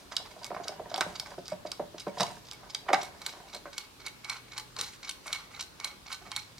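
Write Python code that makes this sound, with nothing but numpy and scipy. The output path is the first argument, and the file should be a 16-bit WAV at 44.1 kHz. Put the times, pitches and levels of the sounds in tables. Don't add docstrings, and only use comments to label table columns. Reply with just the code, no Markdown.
import sys
import numpy as np
from scipy import signal
from scipy.fft import rfft, irfft, next_fast_len
from scipy.io import wavfile
from scipy.ndimage import uniform_filter1d, map_coordinates

SR = 44100
rng = np.random.default_rng(int(sys.argv[2]) if len(sys.argv) > 2 else 0)


def attenuation_scalar(level_db):
    decades = np.asarray(level_db, float) / 20
    return 10 ** decades


def transcribe(u):
    v = np.clip(np.atleast_2d(u).T, -1, 1)
    q = np.round(v * 32767).astype(np.int16)
    wavfile.write(sys.argv[1], SR, q)


N = 290619
LIFT_S = 3.0

# (pitch [Hz], level [dB], t60 [s])
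SEATED = [(2900, -18, .008), (3420, -10, .009), (3980, -1, .011), (4770, 0, .01), (5280, 0, .009),
          (6100, -3, .008), (6750, -12, .007), (8400, -15, .007)]
LIFTED = [(2940, -12, .009), (3300, -8, .01), (4040, -1, .011), (4320, -1, .012), (4820, -4, .009),
          (5400, -3, .009), (5930, -4, .009), (6700, -8, .009)]
# (pitch [Hz], level [dB], t60 [s])
BELL = [(2212, 0, .075), (2246, -5, .06)]
# (pitch [Hz], level [dB], t60 [s])
SHELL = [(850, -8, 0.26), (1054, -3.5, 0.018), (1228, 16, 0.0064), (1494, -0.5, 0.03), (1910, 9.5, 0.0041)]


def evened(x):
    return x / np.sqrt(np.mean(x ** 2) + 1e-20)


def peaked(x):
    return x / (abs(x).max() + 1e-12)


def read(points, hz):
    f, value = np.transpose(points)
    return np.interp(np.log(hz + 1), np.log(f + 1), value)


def add(mix, s, sound):
    part = mix[round(s * SR):][:len(sound)]
    part += sound[:len(part)]


def ring(modes, spread_db, luck, scale=1, size=6000):
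    t = np.arange(size) / SR
    total = 0
    for k, (hz, db, t60) in enumerate(modes):
        pitch = hz * scale * (1 + 0.015 * luck[2 * k + 1])
        total = total + attenuation_scalar(db + spread_db * luck[2 * k] - 60 * t / t60) * np.sin(2 * np.pi * pitch * t)
    return total


def resonate(x, hz, width):
    r = np.exp(-np.pi * width / SR)
    return (1 - r) * signal.lfilter([1, 0, -r], [1, -2 * r * np.cos(2 * np.pi * hz / SR), r * r], x)


def air():
    # (frequency [Hz], level per Hz [dB])
    room = [(20, -40), (45, 5), (62, -13), (85, -9), (120, -2.5), (400, -3), (700, -9.5), (1100, -7),
            (2200, -13), (4100, -11), (7000, -18), (12900, -23), (16000, -30)]
    # (frequency [Hz], correlation [0-1])
    likeness = [(40, 0.6), (300, 0.39), (1500, 0.02), (6000, 0.022), (14000, 0.067)]
    frames, hz = N // 256 + 5, np.fft.rfftfreq(1024, 1 / SR)
    a, b, c, d, patches = rng.standard_normal((frames, 513, 5)).T
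    patches = evened(uniform_filter1d(uniform_filter1d(patches, 12, 0), 14, 1))
    same = np.clip(read(likeness, hz), -1, 1)[:, None]
    left = a + 1j * b
    right = same * left + np.sqrt(1 - same ** 2) * (c + 1j * d)
    z = np.array([left, right]) * attenuation_scalar(read(room, hz)[:, None] + 1.3 * patches)
    return attenuation_scalar(-54) * evened(signal.istft(z, nperseg=1024, noverlap=768)[1][:, :N])


def rumble():
    # (time [s], level [dB])
    shake = [(0, -68), (.45, -68), (.7, -61.5), (1.6, -64.5), (2.3, -60), (2.55, -72), (5, -88), (5.5, -59),
             (5.9, -84), (6.59, -60)]
    band = signal.butter(2, (80, 190), "band", fs=SR, output="sos")
    low = signal.sosfilt(band, rng.standard_normal(N))
    return attenuation_scalar(np.interp(np.arange(N) / SR, *np.transpose(shake))) * evened(low)


def friction():
    # (time [s], gear train drag [dB], finger rub [dB])
    steady = [(0, -57.5, -64), (.4, -114, -54.5), (1.1, -54.5, -50), (1.5, -100, -77), (2.9, -88, -59),
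              (3.3, -55, -55), (4., -114, -80), (6.59, -66, -119)]
    # (time [s], length [s], wheel level [dB], skin level [dB])
    scrapes = [(0.414, 0.05, -58, -78), (1.269, 0.093, -61, -47.5), (2.116, 0.31, -53.5, -49.5),
               (2.946, 0.17, -55.5, -51.5), (3.53, 0.053, -66, -46.5), (4.258, 0.15, -55, -46.5),
               (4.755, 0.24, -50, -69), (5.03, 0.077, -55.5, -61), (5.212, 0.28, -54, -53.5),
               (5.496, 0.13, -57.5, -54), (5.8, 0.17, -71, -54), (6.09, 0.076, -51, -50.5),
               (6.22, 0.087, -71, -70), (0.1, 0.34, -62, -68)]
    # (pitch [Hz], width [Hz], level [dB])
    skin_modes = [(162, 176, -0.5), (392, 175, 4.5), (573, 76, 8.5), (707, 35, 13.5), (962, 86, 10),
                  (1555, 420, -3)]
    rim_s = 3.8
    t, (s, drag_db, rub_db) = np.arange(N) / SR, np.transpose(steady)
    drag, rub = attenuation_scalar(np.interp(t, s, drag_db)), attenuation_scalar(np.interp(t, s, rub_db))
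    for start, length, wheel_db, skin_db in scrapes:
        size = round(length * SR)
        stroke = signal.windows.tukey(size, .5) * np.linspace(1.3, .5, size)
        add(drag, start, attenuation_scalar(wheel_db) * stroke)
        add(rub, start, attenuation_scalar(skin_db) * stroke)
    grains = rng.standard_normal((2, N)) * attenuation_scalar(1.4 * np.minimum(rng.exponential(1, (2, N)), 5))
    clump_db = np.array([[2], [6]])
    clumps = attenuation_scalar(clump_db * evened(uniform_filter1d(rng.standard_normal((2, N)), 300)))
    wheel, skin = grains * clumps
    seated, lifted = (evened(sum(attenuation_scalar(0.17 * db) * resonate(wheel, hz, 690) for hz, db, _ in modes))
                      for modes in (SEATED, LIFTED + BELL))
    case = evened(sum(attenuation_scalar(db) * resonate(resonate(skin, hz, 2 * w), hz, w) for hz, w, db in skin_modes))
    shell = evened(sum(attenuation_scalar(db) * resonate(resonate(skin, hz, 790), hz, 400) for hz, db, _ in SHELL))
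    return drag * np.where(t < LIFT_S, seated, lifted) + rub * np.where(t < rim_s, case, shell)


def beats():
    # (drop [s], drop [dB], bell re drop [dB], unlock lead [ms], unlock [dB])
    ticks = [(0.1659, -16.5, -27, 51, -33.5), (0.6817, -21, -22, 48, -37), (1.1977, -20, -23, 46.2, -31),
             (1.7166, -23, -23, 55, -35), (2.2305, -20.5, -40, 52, -33), (2.747, -20, -22, 52, -36),
             (3.2629, -20, -20.5, 46.7, -34), (3.7803, -23.5, -15, 50, -39),
             (4.2968, -22, -11, 52.4, -31.5), (4.811, -18, -28, 46.9, -29.5),
             (5.3283, -18.5, -13, 50.5, -31), (5.8452, -20, -16, 46, -31), (6.363, -19.5, -18, 46.6, -27.5)]
    # (drop [s], drop [dB], slide lead [ms], slide [dB], unlock [dB])
    tocks = [(0.445, -22, 14.2, -33.5, -54), (0.961, -22, 19, -22.5, -39), (1.4813, -27, 18, -42, -53),
             (1.9986, -30.5, 18, -34, -67), (2.5132, -26, 30, -38.5, -45), (3.029, -31, 18.4, -32, -49),
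             (3.5455, -30, 17, -36.5, -44), (4.0633, -28, 15, -39, -42.5), (4.579, -24.5, 15, -34.5, -37.5),
             (5.0928, -23.5, 19.5, -34, -35), (5.6078, -26.5, 14, -30, -37.5),
             (6.1263, -27.5, 12, -31, -38)]
    tooth_hz = [4200, 5000, 4800, 5000, 4260, 4240, 5000, 5470, 4600, 4120, 4160, 4250, 4200]
    # (bell re peak [dB], treble re peak [dB], shell re peak [dB], contact [ms])
    tick_unlock = [(-9.5, -23.5, -8, 15.7), (-9.5, -12.5, -4, 4.8)]
    tick_drop = [(0, -13.5, -16, 4.25), (2, -8, -11.5, 5.8)]
    tick_bounce = [(12, -11, -12.5, 1.5), (12, -37, -8, 14.8)]
    tock_unlock = [(-22, -37, -23, 6.3), (-7, -32, -6, 5.2)]
    tock_slide = [(-21, -46, -8, 5.3), (-11, -31, -4.5, 13)]
    tock_drop = [(-27, -9.5, -14, 0.68), (-13, -6, -9.5, 8.2)]
    tock_bounce = [(-6, -5, -41, 4), (-71, -11.5, -21, 2.2)]
    # (after the drop, negative before it [ms], seated re drop
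    # [dB], lifted re drop [dB])
    tick_after = [(-11, -26, -19.5), (23.5, -53, -15), (58.5, -29, -23)]
    # (time [s], peak [dB], bell re
    # peak [dB], shell re peak [dB], contact [ms])
    snaps = [(0.3102, -44, -4, -13, 3.8), (0.547, -43, -6, -2, 1.3), (0.976, -30, -30, -11, 6.5),
             (1.0078, -16.5, -41, 0, 6.8), (1.261, -40.5, -21, 7, 14), (1.5187, -41.5, -25, 1, 5.2),
             (2.08, -41.5, -4, -11, 2.7), (2.2057, -18.5, -40, 1.5, 6.7), (2.265, -33, -9, -8, 5),
             (2.8905, -40.5, -8, 20, 1.8), (2.9311, -20, -1, 8, 6.7), (4.066, -44.5, 12, 10, 6.5),
             (4.4844, -54, 5, 2, 6.6), (4.7875, -25.5, -35, -8, 12), (5.259, -46, 4, 1, 6.3),
             (6.2188, -49, -25, 4.5, 5.2), (6.2644, -49, 4, 9, 15), (6.5814, -39.5, -9, -8, 4.4)]
    # (time [s], peak [dB], centre [Hz], treble re peak [dB], shell re peak [dB])
    rattles = [(.257, -41.5, 3300, -20, 1), (.392, -46, 4200, -20, -15), (.6755, -42.5, 3000, -20, 10),
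               (.918, -53, 3000, -20, 17), (.93, -63, 3000, -20, 0), (1.233, -46, 4400, -20, -15),
               (1.27, -42.5, 3300, -15, 3), (1.3045, -44, 3120, -20, 4), (1.34, -48.5, 3200, -20, 7.5),
               (1.385, -44, 4000, -23, -15), (1.455, -38, 4600, -24, -22), (2.199, -26, 4200, -21, 3),
               (2.216, -20.5, 3900, -20, -6), (2.942, -21.5, 3200, -21, -11), (4.33, -40, 3400, -20, -8),
               (4.365, -36.5, 3400, -20, -8), (4.80, -29, 5200, -11, -4), (4.829, -39, 5000, -13, -4),
               (4.878, -40, 4800, -12, -4), (5.267, -43, 6000, 10.5, 7), (5.298, -54, 3200, -20, 1),
               (5.316, -47, 3300, -15, 2), (5.346, -30, 3600, -12, -7), (5.387, -43, 3800, -13, -4),
               (5.398, -43, 3600, -13, 0), (6.256, -52, 3180, -20, 8), (6.277, -53, 3200, -15, 1),
               (6.308, -40, 2900, -28, -6)]
    works_hz = 4500
    rows = [(s, db, bell_db, -12.5, shell_db, ms, works_hz) for s, db, bell_db, shell_db, ms in snaps]
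    for (s, db, bell_db, lead, unlock_db), hz in zip(ticks, tooth_hz):
        up = int(s > LIFT_S)
        unlock_bell = tick_unlock[up][0] + .8 * (bell_db + 17)
        rows.append((s - lead / 1000, unlock_db, unlock_bell, *tick_unlock[up][1:], works_hz))
        rows.append((s, db, bell_db + tick_drop[up][0], *tick_drop[up][1:], hz))
        for ms, *by in tick_after:
            bounce_bell = bell_db + tick_bounce[up][0]
            rows.append((s + ms / 1000, db + by[up], bounce_bell, *tick_bounce[up][1:], works_hz))
    for s, db, lead, slide_db, unlock_db in tocks:
        up = int(s > LIFT_S)
        bounce_db = db + (-13.5, -5.5)[up]
        rows += [(s - .062, unlock_db, *tock_unlock[up], works_hz),
                 (s - .0465, unlock_db - 0.5, *tock_unlock[up], works_hz),
                 (s - lead / 1000, slide_db, *tock_slide[up], works_hz),
                 (s, db, *tock_drop[up], works_hz),
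                 (s + .0185, bounce_db, *tock_bounce[up], works_hz)]
    return rows + [(s, db, -27, treble_db, shell_db, 4.9, hz) for s, db, hz, treble_db, shell_db in rattles]


def clicks():
    lead_s = .012
    out, t, rows = np.zeros(N), np.arange(3000) / SR, beats()
    luck = rng.standard_normal((len(rows), 6040))
    treble = signal.butter(2, [6800, 15000], "band", fs=SR, output="sos")
    thin = signal.butter(3, 720, "high", fs=SR, output="sos")
    middle = signal.butter(2, [2700, 7300], "band", fs=SR, output="sos")
    for (s, db, bell_db, treble_db, shell_db, ms, hz), z in zip(rows, luck):
        u = np.maximum(1000 * (t - lead_s) / max(ms, .5), 0)
        soft = np.clip((-26.5 - db) / 11, 0, 1)
        contact = (1 - np.exp(-(u / (0.0022 + 0.54 * soft)) ** 2)) * np.exp(-u ** 3) * z[40:3040]
        grain = attenuation_scalar(6.4 * np.minimum(evened(uniform_filter1d(z[3040:], 50)), 1.8))
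        swell = np.exp(-abs(t - lead_s) / np.where(t < lead_s, .004, .012))
        slither = swell * grain * z[3039:39:-1] * signal.windows.tukey(len(t), .1)
        chatter = contact + attenuation_scalar(-21 + 11 * soft) * np.where(t < lead_s, .4, 1) * slither
        strike = (1 - soft) * attenuation_scalar(10) * (np.arange(len(t)) == round(lead_s * SR) + 8)
        modes = [(f, d - 13 * np.log2(f / hz) ** 2, .85 * t60)
                 for f, d, t60 in (SEATED if s < LIFT_S else LIFTED)]
        works = signal.fftconvolve(chatter + strike, ring(modes, 2.5, z, size=1200))
        snap = np.pad(chatter + attenuation_scalar(-16.5) * strike, (0, len(works) - len(chatter)))
        direct = peaked(signal.sosfilt(middle, snap))
        body = peaked(signal.sosfilt(middle, peaked(works) + attenuation_scalar(-12.5) * direct))
        pinged = snap + attenuation_scalar(6) * resonate(snap, 8330, 910)
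        top = peaked(signal.sosfilt(treble, signal.sosfilt(treble, pinged)))
        slow = contact + attenuation_scalar(5.5) * np.where(t < lead_s, soft, 1) * slither
        bell = peaked(signal.fftconvolve(slow, ring(BELL, 0, 0 * z, size=3600)))
        shell = signal.fftconvolve(slow, ring(SHELL, 2.5, z[20:], size=3600))
        shell = peaked(signal.sosfilt(thin, shell))
        start = s - lead_s - .0002
        add(out, start, attenuation_scalar(db + 0.59) * (body + attenuation_scalar(treble_db) * top))
        add(out, start, attenuation_scalar(db) * (attenuation_scalar(bell_db - 2.5) * bell + attenuation_scalar(shell_db - 1.35) * shell))
    return out


def blows():
    # (time [s], peak [dB], case pitch [Hz], shell re peak [dB])
    slips = [(0.121, -41, 1030, 7), (0.2, -39, 730, -4), (0.366, -40.5, 650, -16), (0.507, -29.5, 614, -37),
             (0.529, -34.5, 733, -13), (0.566, -34, 736, 4.5), (0.601, -29, 733, -28),
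             (0.656, -36, 700, -9), (0.693, -29.5, 610, -20), (0.722, -37, 730, -4),
             (0.797, -27.5, 624, -31), (0.916, -32.5, 650, -11), (0.943, -24.5, 715, -9.5),
             (0.981, -23.5, 767, -10), (1.259, -51, 980, -12)]
    # (time [s], peak [dB], case pitch [Hz], panel re peak [dB])
    rocks = [(1.03, -37, 900, -18), (1.062, -27, 567, -9), (1.126, -44, 694, 1), (1.381, -28.5, 551, -6),
             (1.52, -23, 592, -12), (1.652, -26, 570, -15.5), (1.797, -20, 570, -14),
             (1.821, -32, 613, -10.5), (1.944, -33, 556, -16), (2.069, -20, 582, -9.5),
             (2.159, -50, 610, -6), (2.2, -22, 607, -6), (2.215, -19, 676, -9.5), (2.233, -25, 977, -12),
             (2.313, -59, 664, 10)]
    # (time [s], peak [dB], case pitch [Hz], shell re peak [dB])
    pulls = [(2.634, -43.5, 765, 1.5), (2.867, -41.5, 610, -3), (2.893, -21.5, 755, -5),
             (2.904, -22, 583, -13), (2.9347, -13.5, 769, 1), (3.338, -42.5, 756, 2.5),
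             (3.439, -43, 766, -15), (3.657, -38, 587, 7.5), (4.787, -43.5, 475, -13),
             (5.262, -45, 624, -3), (5.3, -45, 640, -2), (6.216, -50, 713, -8), (6.256, -49, 1090, -5),
             (6.268, -43.5, 690, -12)]
    # (time [s], peak [dB], case pitch [Hz], shell re peak [dB], scrape [ms])
    raps = [
        (.517, -28, 710, -15, 4.2),
        (.548, -30, 710, -2, 6.8),
        (.608, -32, 554, -20, 8),
        (.875, -50, 635, -18, 10),
        (1.01, -20, 1010, 1, 4.7),
        (2.9317, -15, 1140, -9.5, 7.3),
    ]
    rows = [(s, db, hz, -80 - db, shell_db, 25.4, 0.6, 0.37) for s, db, hz, shell_db in slips]
    rows += [(s, db, hz, panel_db, -24, 21, 0.69, 4.5) for s, db, hz, panel_db in rocks]
    rows += [(s, db, hz, -54 - db, shell_db, 7.2 - 0.63 * db, 0.81, 0.2) for s, db, hz, shell_db in pulls]
    return rows + [(s, db, hz, -14.5, shell_db, ms, 0.2, 0.23) for s, db, hz, shell_db, ms in raps]


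def knocks():
    # (multiple of its pitch [ratio], level [dB], t60 [s])
    case_modes = [(1.01, 10, 0.04), (1.24, -8.5, 0.071), (0.773, -4, 0.069), (1.6, -17.5, 0.26)]
    # (pitch [Hz], level [dB], t60 [s])
    panel_modes = [(184.7, 0.5, 0.082), (374, 3.5, 0.029)]
    seat_s = 0.002906
    out, t, rows = np.zeros(N), np.arange(2500) / SR, blows()
    luck = rng.standard_normal((len(rows), 2540))
    for (s, db, hz, panel_db, shell_db, ms, damp, seat), z in zip(rows, luck):
        touch = np.exp(-((t - .001) / 0.00025) ** 2)
        seating = seat * np.exp(-((t - .001 - seat_s) / 0.00031) ** 2)
        scrape = np.exp(-(1000 * t / max(ms, 1)) ** 2) * z[40:]
        push = peaked(np.gradient(touch + seating)) + attenuation_scalar(-3.0) * scrape
        gripped = [(f, d, damp * t60) for f, d, t60 in case_modes]
        parts = (ring(gripped, 3, z, hz), ring(panel_modes, 2.5, z[8:]), ring(SHELL[1:], 2.5, z[16:]))
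        case, panel, shell = (peaked(signal.fftconvolve(push, p)) for p in parts)
        case = signal.sosfilt(signal.butter(2, 0.44 * hz, "high", fs=SR, output="sos"), case)
        add(out, s - .0015, attenuation_scalar(db + 0.3) * (case + attenuation_scalar(panel_db) * panel + attenuation_scalar(shell_db) * shell))
    return out


def drone():
    # (time [s], pitch [Hz], level [dB])
    spells = [
        [(2.3, 144, -72), (2.428, 125, -64), (2.8, 125, -67)],
        [(3.9, 120, -67.5), (4.818, 122, -62.5), (5.0, 92.7, -90)],
        [(6.0, 97.7, -79), (6.386, 102.6, -61), (6.59, 108, -69)],
    ]
    out = np.zeros(N)
    for rows in spells:
        s, hz, db = np.transpose(rows)
        t = np.arange(s[0], s[-1], 1 / SR)
        tone = np.sqrt(2) * np.sin(2 * np.pi * np.cumsum(np.interp(t, s, hz)) / SR)
        add(out, s[0], attenuation_scalar(np.interp(t, s, db)) * tone * signal.windows.tukey(len(t), .2))
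    return out


def sings():
    # (time [s], pitch [Hz], level [dB], t60 [s])
    partials = [(5.1, 1515, -49, .12), (5.284, 2222, -43, .1), (5.333, 2222, -37, .18),
                (5.36, 4290, -48, .2), (5.62, 1515, -50, .12), (6.128, 1515, -48, .14),
                (6.132, 3155, -48, .15), (6.256, 3155, -55, .08), (6.318, 3155, -47, .14),
                (6.37, 4200, -46, .2)]
    out, t = np.zeros(N), np.arange(6000) / SR
    for s, hz, db, t60 in partials:
        add(out, s, np.minimum(t / 0.0036, 1) * ring([(hz, db, t60)], 0, (0, 0)))
    return out


def ports(x):
    # (frequency [Hz], left minus right [dB])
    balance = [(100, 2.5), (700, 0.5), (1400, -0.5), (2200, -6.5), (4200, 0), (9000, 2.5), (14000, 1.5)]
    # (time [s], left port lag [microseconds], left minus right [dB])
    place = [(0, 24, -3), (3.2, 24, -2), (4.2, 32, -2.4), (5.0, 33.5, 0), (6.0, 30.5, -3), (6.59, 19, -3)]
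    t, size = np.arange(N) / SR, next_fast_len(N)
    half = attenuation_scalar(.5 * read(balance, np.fft.rfftfreq(size, 1 / SR)))
    left, right = irfft(rfft(x, size) * np.array([half, 1 / half]), size)[:, :N]
    s, lag, pan_db = np.transpose(place)
    late = (t - np.interp(t, s, lag) / 10 ** 6) * SR
    side = attenuation_scalar(.5 * np.interp(t, s, pan_db))
    return np.array([side * map_coordinates(left, [late], order=5), right / side])


def kitchen(x):
    # (frequency [Hz], t60 [s])
    decay = [(150, 0.43), (700, 0.3), (2500, 0.42), (6000, 0.23), (14000, 0.32)]
    taps = np.zeros((2, SR // 2))
    at = np.arange(260, SR // 2 - 20, 20) + rng.integers(0, 20, (2, (SR // 2 - 261) // 20))
    np.put_along_axis(taps, at, rng.choice([-1., 1.], at.shape), 1)
    hz, t, z = signal.stft(taps, SR, nperseg=256)
    fade = attenuation_scalar(-60 * t / np.maximum(read(decay, hz), .03)[:, None])
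    tail = signal.istft(z * fade, SR, nperseg=256)[1]
    return signal.fftconvolve(x, tail / np.linalg.norm(tail[0]), axes=1)[:, :N]


def scene():
    no_bass = signal.butter(4, 135, "high", fs=SR, output="sos")
    hits = signal.sosfilt(no_bass, clicks() + knocks())
    timer = hits + friction() + sings()
    return attenuation_scalar(-9.0) * kitchen(timer[None]) + air() + drone() + rumble() + ports(timer)


def band_limit(x):
    return signal.sosfilt(signal.butter(12, 16480, fs=SR, output="sos"), x)


def record(dry):
    edge = signal.firwin(511, 16200, window=("kaiser", 8), fs=SR)
    thin = signal.sosfilt(signal.butter(4, 37, "high", fs=SR, output="sos"), dry)
    return band_limit(signal.oaconvolve(thin, edge[None], "same"))


dry = scene()
out = record(dry)
transcribe(out)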